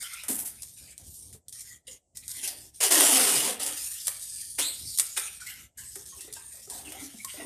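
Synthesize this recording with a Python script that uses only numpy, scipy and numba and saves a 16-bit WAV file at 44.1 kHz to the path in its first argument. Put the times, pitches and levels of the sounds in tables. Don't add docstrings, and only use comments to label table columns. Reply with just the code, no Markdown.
import sys
import numpy as np
from scipy import signal
from scipy.fft import rfft, irfft
from scipy.io import wavfile
from scipy.ndimage import uniform_filter1d
from numba import njit

SR = 44100
rng = np.random.default_rng(int(sys.argv[2]) if len(sys.argv) > 2 else 0)


def to_wav(s):
    ch = np.atleast_2d(s).T
    pcm = np.round(np.clip(ch, -1, 1) * 32767)
    wavfile.write(sys.argv[1], SR, pcm.astype(np.int16))


N = 328545
T = np.arange(N) / SR


def undb(db):
    return 10 ** (np.asarray(db) / 20)


def unit(x):
    return x / np.sqrt(np.mean(x ** 2))


def add(out, start_s, x):
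    i = max(int(start_s * SR), 0)
    out[i:i + len(x)] += x[:N - i]


def colour(x, points):
    hz, db = np.transpose(points)
    size = 4096
    grid_hz = np.maximum(np.arange(size // 2 + 1) * SR / size, 1)
    level_db = np.interp(np.log(grid_hz), np.log(hz), db)
    cepstrum = irfft(np.log(undb(level_db)))
    cepstrum[1:size // 2] *= 2
    cepstrum[size // 2 + 1:] = 0
    response = irfft(np.exp(rfft(cepstrum)))
    return signal.fftconvolve(x, response / np.linalg.norm(response))[:len(x)]


@njit
def resonate(x, hz, q):
    y, band, low = np.empty(len(x)), 0., 0.
    for i in range(len(x)):
        g = np.tan(np.pi * hz[i] / SR)
        v = (band + g * (x[i] - low)) / (1 + g * (g + 1 / q))
        band, low, y[i] = 2 * v - band, low + 2 * g * v, v / q
    return y


def walk(rate):
    count = int(N / SR * rate) + 2
    drift = np.interp(T * rate, np.arange(count), rng.standard_normal(count))
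    return drift * np.sqrt(1.5)


def slips(rate, spread_db):
    happen = rng.random(N) < rate / SR
    size = undb(spread_db * np.minimum(rng.exponential(size=N), 4))
    return unit(happen * size * np.sign(rng.standard_normal(N)))


def gesture(start_s, length_s, attack_s, release_s, fade_db=0, power=1):
    t = np.maximum(T - start_s, 0)
    hold = undb(-fade_db * np.minimum(t / length_s, 1) ** power)
    release = np.exp(-np.clip((t - length_s) / release_s, 0, 20))
    return np.minimum(t / attack_s, 1) * hold * release


def shimmer(x, depth_db, rate, q=12, drift=0.085, count=13):
    bands = 0
    for k, hz in enumerate(820 * 2 ** (np.arange(count) / 3)):
        band = resonate(x, hz * (1 + drift * walk(9)), q)
        bands = bands + band * (-1) ** k * undb(depth_db * walk(rate))
    return unit(bands)


def ringing(hz, q):
    hz = np.clip(hz, 30, .44 * SR)
    caught = resonate(resonate(rng.standard_normal(N), hz, q), hz, q)
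    return unit(caught / np.sqrt(hz))


# frequency_hz, level_db
RUMBLE_COLOUR = [(25, -37), (45, -2), (62, 4.5), (105, 2), (170, -6), (300, -13.5), (900, -31), (2000, -50)]
# start_s, length_s, rise_db
PUFFS = [(.79, 0.052, 5.5), (0.988, .37, 9.5), (4.793, 0.066, 9.5), (5.25, 0.3, 3.5), (6.722, .15, 3.5)]
PUFF_ATTACK_S, PUFF_RELEASE_S = 0.027, 0.057
RUMBLE_DB, RUMBLE_FLUTTER_DB = -63.5, 2.5


def rumble():
    swell_db = sum(rise_db * gesture(start_s, length_s, PUFF_ATTACK_S, PUFF_RELEASE_S)
                   for start_s, length_s, rise_db in PUFFS)
    noise = unit(colour(rng.standard_normal(N), RUMBLE_COLOUR))
    return noise * undb(RUMBLE_DB + swell_db + RUMBLE_FLUTTER_DB * walk(12))


# start_s, length_s, crinkle_db, rub_db
STROKES = [(0, 0.042, -35, -44), (0.044, 0.16, -44, -48), (0.463, 0.15, -50.5, -64.5),
           (0.595, 0.23, -50, -80), (0.762, .15, -47.5, -57.5), (0.983, .04, -52, -69),
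           (1.026, 0.086, -47, -78), (1.129, 0.15, -47, -79), (1.518, 0.11, -43, -61),
           (1.64, 0.096, -46.5, -60), (1.867, 0.055, -46, -58.5), (2.147, 0.053, -46.5, -64),
           (2.22, 0.1, -49, -57.5), (2.274, 0.16, -39, -54.5), (2.421, 0.069, -32.5, -45.5),
           (2.515, 0.16, -49, -67), (2.735, 0.074, -49.5, -69.5), (3.762, 0.16, -33.5, -50.5),
           (3.913, 0.24, -37.5, -54), (4.184, .25, -39.5, -61.5), (4.432, 0.18, -41.5, -79),
           (4.579, 0.03, -34, -35.5), (4.723, 0.24, -40.5, -67), (4.843, 0.37, -37, -64),
           (5.053, 0.22, -39, -71), (5.162, 0.015, -26, -28.5), (5.288, 0.09, -46.5, -60),
           (5.397, .06, -43, -49.5), (5.457, 0.053, -40.5, -45.5), (5.519, 0.099, -47.5, -53),
           (5.771, 0.046, -43, -48.5), (5.824, 0.21, -47, -66), (6.049, 0.22, -45.5, -67),
           (6.18, 0.11, -52, -56), (6.344, 0.047, -43.5, -51.5), (6.411, 0.81, -48, -66.5),
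           (6.702, 0.11, -40.5, -55.5), (6.839, 0.26, -46, -53.5), (6.986, .07, -38.5, -50),
           (7.085, 0.22, -48, -61.5), (7.266, 0.17, -43.5, -50.5)]
# frequency_hz, level_db
CRINKLE_COLOUR = [(1760, -48), (3000, -20.5), (3850, -10.5), (4730, -7.5), (5570, -7.5), (6980, -1),
                  (7700, -6), (9320, 2), (10500, -4), (11600, -6.5), (13700, -12), (14500, -36)]
# frequency_hz, level_db
RUB_COLOUR = [(700, -15.5), (1300, -5.5), (1900, 6), (3000, 5), (4200, 1.5), (7000, -34.5)]
STROKE_ATTACK_S, STROKE_RELEASE_S, STROKE_FADE_DB = 0.013, 0.037, 2.5


def handling(pressure_db=.8, shimmer_amount=0.67):
    grains = slips(rate=1200, spread_db=2) + rng.standard_normal(N)
    grains = unit(grains * undb(1.4 * walk(70)))
    grains = grains + shimmer_amount * shimmer(grains, depth_db=4, rate=16)
    drag = slips(rate=2500, spread_db=2) * undb(2 * walk(60))
    drag = shimmer(drag, depth_db=4.5, rate=25)
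    crinkle, rub = 0, 0
    for start_s, length_s, crinkle_db, rub_db in STROKES:
        shape = gesture(start_s, length_s, STROKE_ATTACK_S, STROKE_RELEASE_S, STROKE_FADE_DB)
        crinkle = np.maximum(crinkle, undb(crinkle_db) * shape)
        rub = np.maximum(rub, undb(rub_db) * shape)
    strokes = unit(colour(grains, CRINKLE_COLOUR)) * crinkle + unit(colour(drag, RUB_COLOUR)) * rub
    return strokes * undb(pressure_db * walk(22))


# start_s, length_s, pitch_hz, level_db
SQUEAKS = [(0.026, 0.06, 1417, -50), (0.027, 0.055, 3090, -45.5), (0.118, 0.047, 1355, -48.5),
           (.14, 0.077, 2510, -47.5), (1.675, 0.085, 1934, -57.5), (4.848, 0.11, 4620, -44.5),
           (5.105, 0.048, 6900, -44), (5.397, 0.053, 1453, -49), (5.458, 0.042, 2086, -42),
           (5.835, 0.092, 8200, -44.5), (6.062, 0.11, 6500, -51), (7.182, 0.051, 2250, -49)]


def squeaks(width_hz_at_4k=170):
    out = np.zeros(N)
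    for start_s, length_s, hz, db in SQUEAKS:
        t = T[:int(length_s * SR)]
        grip_hz = width_hz_at_4k * hz / 4000
        chance = rng.standard_normal(SR // 4) + 1j * rng.standard_normal(SR // 4)
        grip = signal.sosfilt(signal.butter(2, grip_hz, fs=SR, output="sos"), chance)
        grip = grip[::-1][:len(t)]
        note = unit(np.real(grip * np.exp(2j * np.pi * hz * t)))
        add(out, start_s, undb(db) * np.sqrt(np.hanning(len(t))) * note)
    return out


# start_s, treble_db, body_db (before the body trim), decay_s
SNAPS = [(0.027, -39, -37, 0.0064), (.135, -34, -51, .008), (0.235, -39, -38, 0.022),
         (0.283, -30.5, -34.5, 0.028), (0.311, -30, -44, 0.0021), (0.621, -29.5, -55, 0.0024),
         (0.631, -32.5, -42.5, 0.0033), (0.979, -32.5, -50, 0.0016), (1.327, -45.5, -54.5, 0.027),
         (1.483, -37, -61, 0.0039), (1.493, -42, -62, 0.0028), (1.526, -40, -56, .005),
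         (1.607, -38, -53.5, .008), (1.879, -51, -68.5, 0.005), (2.171, -32.5, -51, 0.0053),
         (2.28, -29.5, -52, 0.0024), (2.315, -31.5, -50, 0.0027), (2.476, -24, -49, 0.002),
         (2.921, -19, -17, 0.0062), (3.008, -13, -6, 0.0015), (3.633, -24, -44, 0.0026),
         (3.663, -23, -31, 0.0036), (4.07, -18.5, -35, 0.0039), (4.08, -19, -26.5, 0.003),
         (4.587, -30.5, -22, 0.0098), (4.975, -24.5, -59.5, 0.0054), (4.986, -15.5, -27.5, 0.003),
         (4.997, -15, -23, 0.005), (5.176, -22, -19.5, 0.0041), (5.956, -35, -38.5, 0.0086),
         (6.207, -38, -58, 0.023), (6.326, -32, -49, 0.0035), (6.336, -32, -53, 0.0044),
         (6.699, -35, -49, 0.013), (6.92, -36.5, -40, 0.0076), (7.247, -27.5, -42, 0.004)]
# frequency_hz, level_db
CRACK_COLOUR = [(1500, -63), (3500, -3), (6500, 1), (9200, 8.5), (10500, 2), (14000, -7)]
# frequency_hz, level_db
SNAP_BODY_COLOUR = [(200, -26), (600, -0.5), (1000, -5), (2000, 2.5), (3500, -6.5), (7000, -8.5)]


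def snaps(tail_s=0.021, tail_db=-19, grit=0.32, body_trim_db=-7):
    t = T[:SR // 10]
    grains = unit(slips(rate=3200, spread_db=1) * grit + 0.8 * rng.standard_normal(N))
    bright, body = np.zeros(N), np.zeros(N)
    for start_s, treble_db, body_db, decay_s in SNAPS:
        shape = np.exp(-t / decay_s) + undb(tail_db) * np.exp(-t / tail_s)
        crack = grains[int(start_s * SR):][:len(t)] * shape
        add(bright, start_s, crack * undb(treble_db))
        add(body, start_s, crack * undb(body_db))
    return colour(bright, CRACK_COLOUR) + undb(body_trim_db) * colour(body, SNAP_BODY_COLOUR)


# start_s, length_s, level_db
SKIDS = [(.28, 0.048, -28.5), (.34, 0.048, -35.5), (0.387, 0.023, -32), (0.448, .022, -31)]
# frequency_hz, level_db
SKID_COLOUR = [(700, -27), (1500, -14), (4000, -13), (6500, -5.5), (8500, 4), (10500, 6.5), (14000, -1.5)]
SKID_ATTACK_S, SKID_RELEASE_S = 0.0093, 0.019


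def skid():
    judder = unit(slips(rate=6200, spread_db=-1.5) * undb(2 * walk(330)))
    pressure = sum(undb(db) * gesture(start_s, length_s, SKID_ATTACK_S, SKID_RELEASE_S)
                   for start_s, length_s, db in SKIDS)
    return unit(colour(judder, SKID_COLOUR)) * pressure


# start_s, length_s, level_db, resonance_hz of the touched spot
SLIDES = [(0.285, .028, -42, 253), (.34, 0.13, -64, 746), (.79, .11, -74, 590), (0.979, .04, -70.5, 643),
          (1.156, 0.22, -78, 436), (1.886, 0.053, -68.5, 467), (2.331, .08, -67.5, 280),
          (2.452, .08, -56.5, 673), (2.555, .13, -70.5, 350), (5.971, 0.035, -63, 426),
          (6.119, 0.065, -66.5, 1050), (6.167, 0.2, -71, 390), (6.361, 0.079, -69.5, 1060),
          (6.53, .06, -64, 590), (6.69, 0.12, -55, 720), (6.828, 0.078, -54, 324),
          (6.91, 0.075, -58.5, 665), (7.004, 0.031, -54.5, 303), (7.065, 0.24, -84, 1100),
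          (7.356, .1, -51.5, 349)]
# frequency_hz, level_db
BOX_COLOUR = [(120, -18.5), (250, 4.5), (400, 2.5), (600, -16), (850, 0.5), (1200, -13), (2200, -22.5)]
SLIDE_ATTACK_S, SLIDE_RELEASE_S = 0.017, 0.017


def sliding(q=3, upper=2.3, upper_db=-9, broad_db=-4):
    starts, _, _, hz = np.transpose(SLIDES)
    stepped_hz = hz[np.searchsorted(starts[1:], T)]
    spot_hz = uniform_filter1d(stepped_hz, SR // 80) * (1 + 0.07 * walk(60))
    panel = ringing(spot_hz, q) + undb(upper_db) * ringing(upper * spot_hz, q)
    hollow = unit(colour(slips(rate=630, spread_db=8.5), BOX_COLOUR))
    pressure = sum(undb(db) * gesture(start_s, length_s, SLIDE_ATTACK_S, SLIDE_RELEASE_S)
                   for start_s, length_s, db, _ in SLIDES)
    return (panel + undb(broad_db) * hollow) * pressure


# start_s, level_db (before the bass cut and trim), pitch_hz
KNOCKS = [(0.294, -31.5, 259), (1.347, -52.5, 450), (1.88, -52, 506), (2.428, -49, 370), (2.479, -49, 730),
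          (5.963, -46, 410), (6.124, -51, 1088), (6.246, -49, 345), (6.278, -45.5, 428),
          (6.366, -44.5, 931), (6.674, -48, 424), (6.712, -48, 972), (6.949, -44.5, 768), (7.019, -40, 283),
          (7.14, -43.5, 230), (7.245, -40.5, 1086), (7.341, -44.5, 600), (7.397, -39.5, 666),
          (7.419, -43, 483)]
# multiple of its pitch, level_db, t60_s
PANEL_MODES = [(1, 3, 0.085), (1.22, -16.5, 0.066), (1.7, -11, 0.06), (2.9, -10, 0.031)]


def knocks(contact_s=0.0055, scrape=0.3, trim_db=2):
    t, out = T[:SR // 4], np.zeros(N)
    for start_s, db, hz in KNOCKS:
        push = scrape * rng.standard_normal(len(t)) * np.exp(-t / contact_s)
        push[0] += 2
        ring = sum(undb(mode_db - 60 * t / t60_s) * np.sin(2 * np.pi * multiple * hz * t)
                   for multiple, mode_db, t60_s in PANEL_MODES)
        blow = signal.fftconvolve(push, ring)[:len(t)]
        add(out, start_s, blow / np.abs(blow).max() * undb(db))
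    bass_cut = signal.butter(4, 170, "high", fs=SR, output="sos")
    return signal.sosfilt(bass_cut, out) * undb(trim_db)


# start_s, length_s, crackle_db, drone_db of the strip, fade_db (negative swells)
PULLS = [(2.802, 0.045, -21, -37.5, -2.7), (2.903, .6, -19.5, -29.5, 9.5), (3.592, 0.096, -31.5, -45.5, 1),
         (3.717, 0.05, -38.5, -61, 4), (4.581, 0.086, -27.5, -41, 16.5), (5.161, 0.021, -28.5, -47, 5.5)]
# time_s, pitch_hz
STRIP_PITCH = [(2.81, 524), (2.85, 417), (2.93, 320), (3.07, 318), (3.3, 225), (3.38, 161), (3.52, 239),
               (3.68, 279), (4.6, 297), (5.18, 458)]
# multiple of the lowest, level_db
STRIP_MODES = [(1, 8), (1.9, 5), (2.8, 3), (4.098, 1.5)]
# frequency_hz, level_db
PEEL_COLOUR = [(590, -31.5), (1000, -13), (1210, -16), (1580, -9.5), (1760, -9), (2200, -10), (2490, -7.5),
               (2840, -4.5), (3870, -7), (6980, -4), (9010, 0), (9630, 3), (10500, -3), (14200, -12.5)]
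# frequency_hz, level_db
DRONE_COLOUR = [(100, -0.5), (300, 3.5), (800, 8.5), (1200, -0.5), (2000, -25.5), (5000, -44)]
PULL_ATTACK_S, PULL_RELEASE_S = 0.011, 0.03
ARM_SLOWING = 3.05


def peel(q=3.13, drone_slowing=0.91, shimmer_amount=0.29):
    catching = undb(1.4 * walk(420) + .6 * walk(45))
    breaks = unit(slips(rate=8000, spread_db=1.2) * catching)
    lowest_hz = np.interp(T, *np.transpose(STRIP_PITCH)) * (1 + 0.061 * walk(40))
    strip = 0
    for multiple, db in STRIP_MODES:
        mode_hz = multiple * lowest_hz
        strip = strip + undb(db) * resonate(resonate(breaks, mode_hz, q), mode_hz, q)
    film = breaks + shimmer_amount * shimmer(breaks, depth_db=5, rate=30)
    crackle, drone = 0, 0
    for start_s, length_s, crackle_db, drone_db, fade_db in PULLS:
        pull = (start_s, length_s, PULL_ATTACK_S, PULL_RELEASE_S, fade_db)
        crackle = crackle + undb(crackle_db) * gesture(*pull, ARM_SLOWING)
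        drone = drone + undb(drone_db) * gesture(*pull, drone_slowing)
    return unit(colour(film, PEEL_COLOUR)) * crackle + unit(colour(strip, DRONE_COLOUR)) * drone


SQUEAL_S, SQUEAL_LENGTH_S, SQUEAL_DB = 4.596, 0.087, -30.5
SQUEAL_START_HZ, SQUEAL_TOP_HZ, RUN_UP_S, SQUEAL_DB_PER_OCTAVE = 1850, 4160, 0.023, 9.5


def squeal(jitter=0.06, second_db=-2, third_db=-12, attack_s=.004, release_s=0.02):
    run_up = np.exp(-np.maximum(T - SQUEAL_S, 0) / RUN_UP_S)
    hz = SQUEAL_TOP_HZ - (SQUEAL_TOP_HZ - SQUEAL_START_HZ) * run_up
    phase = 2 * np.pi * np.cumsum(hz * (1 + jitter * walk(1500))) / SR
    tone = np.sin(phase) + undb(second_db) * np.sin(2 * phase) + undb(third_db) * np.sin(3 * phase)
    hoarse = unit(tone * undb(2.9 * walk(500)))
    gain = undb(SQUEAL_DB + SQUEAL_DB_PER_OCTAVE * np.log2(hz / SQUEAL_TOP_HZ))
    return hoarse * gain * gesture(SQUEAL_S, SQUEAL_LENGTH_S, attack_s, release_s)


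def courtyard(x, t60_s=0.43, treble_t60_s=0.24, wet_db=-7, first_s=0.0049):
    t = T[:SR * 3 // 4]
    noise = rng.standard_normal(len(t))
    low = signal.sosfilt(signal.butter(2, 4000, fs=SR, output="sos"), noise)
    high = signal.sosfilt(signal.butter(2, 4000, "high", fs=SR, output="sos"), noise)
    tail = low * 1000 ** (-t / t60_s) + high * 1000 ** (-t / treble_t60_s)
    tail = tail * (t > first_s)
    return x + undb(wet_db) * signal.fftconvolve(x, tail / np.linalg.norm(tail))[:N]


def scene():
    near = courtyard(handling() + squeaks() + snaps() + skid() + sliding() + knocks() + peel())
    far = courtyard(squeal(), t60_s=0.42, treble_t60_s=0.29, wet_db=2.5)
    mono = near + far + rumble()
    return np.array([mono, mono])


GATE_DB, GATE_SLOPE, GATE_DEPTH_DB = -54.5, 1.37, 20


def gate(x, key_hz=3000, window_s=0.03):
    window = int(window_s * SR)
    treble = signal.sosfilt(signal.butter(2, key_hz, "high", fs=SR, output="sos"), x)
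    power = uniform_filter1d(treble ** 2, window)
    level_db = 10 * np.log10(np.maximum(power, 1e-12))
    cut_db = np.clip(GATE_SLOPE * (GATE_DB - level_db), 0, GATE_DEPTH_DB)
    return x * uniform_filter1d(undb(-cut_db), window)


# frequency_hz, level_db
HISS_COLOUR = [(15, -30), (25, 1), (71, -4.5), (166, -10.5), (697, -5.5), (1320, -35), (3180, -53),
               (4260, -31.5), (7860, -10.5), (13000, -41), (14500, -45)]
HISS_DB, TOP_HZ = -77.5, 14350


def record(dry):
    hiss = unit(colour(rng.standard_normal(N), HISS_COLOUR)) * undb(HISS_DB)
    top_cut = signal.ellip(10, .2, 75, TOP_HZ, fs=SR, output="sos")
    return signal.sosfilt(top_cut, gate(dry) + hiss)


dry = scene()
out = record(dry)
to_wav(out)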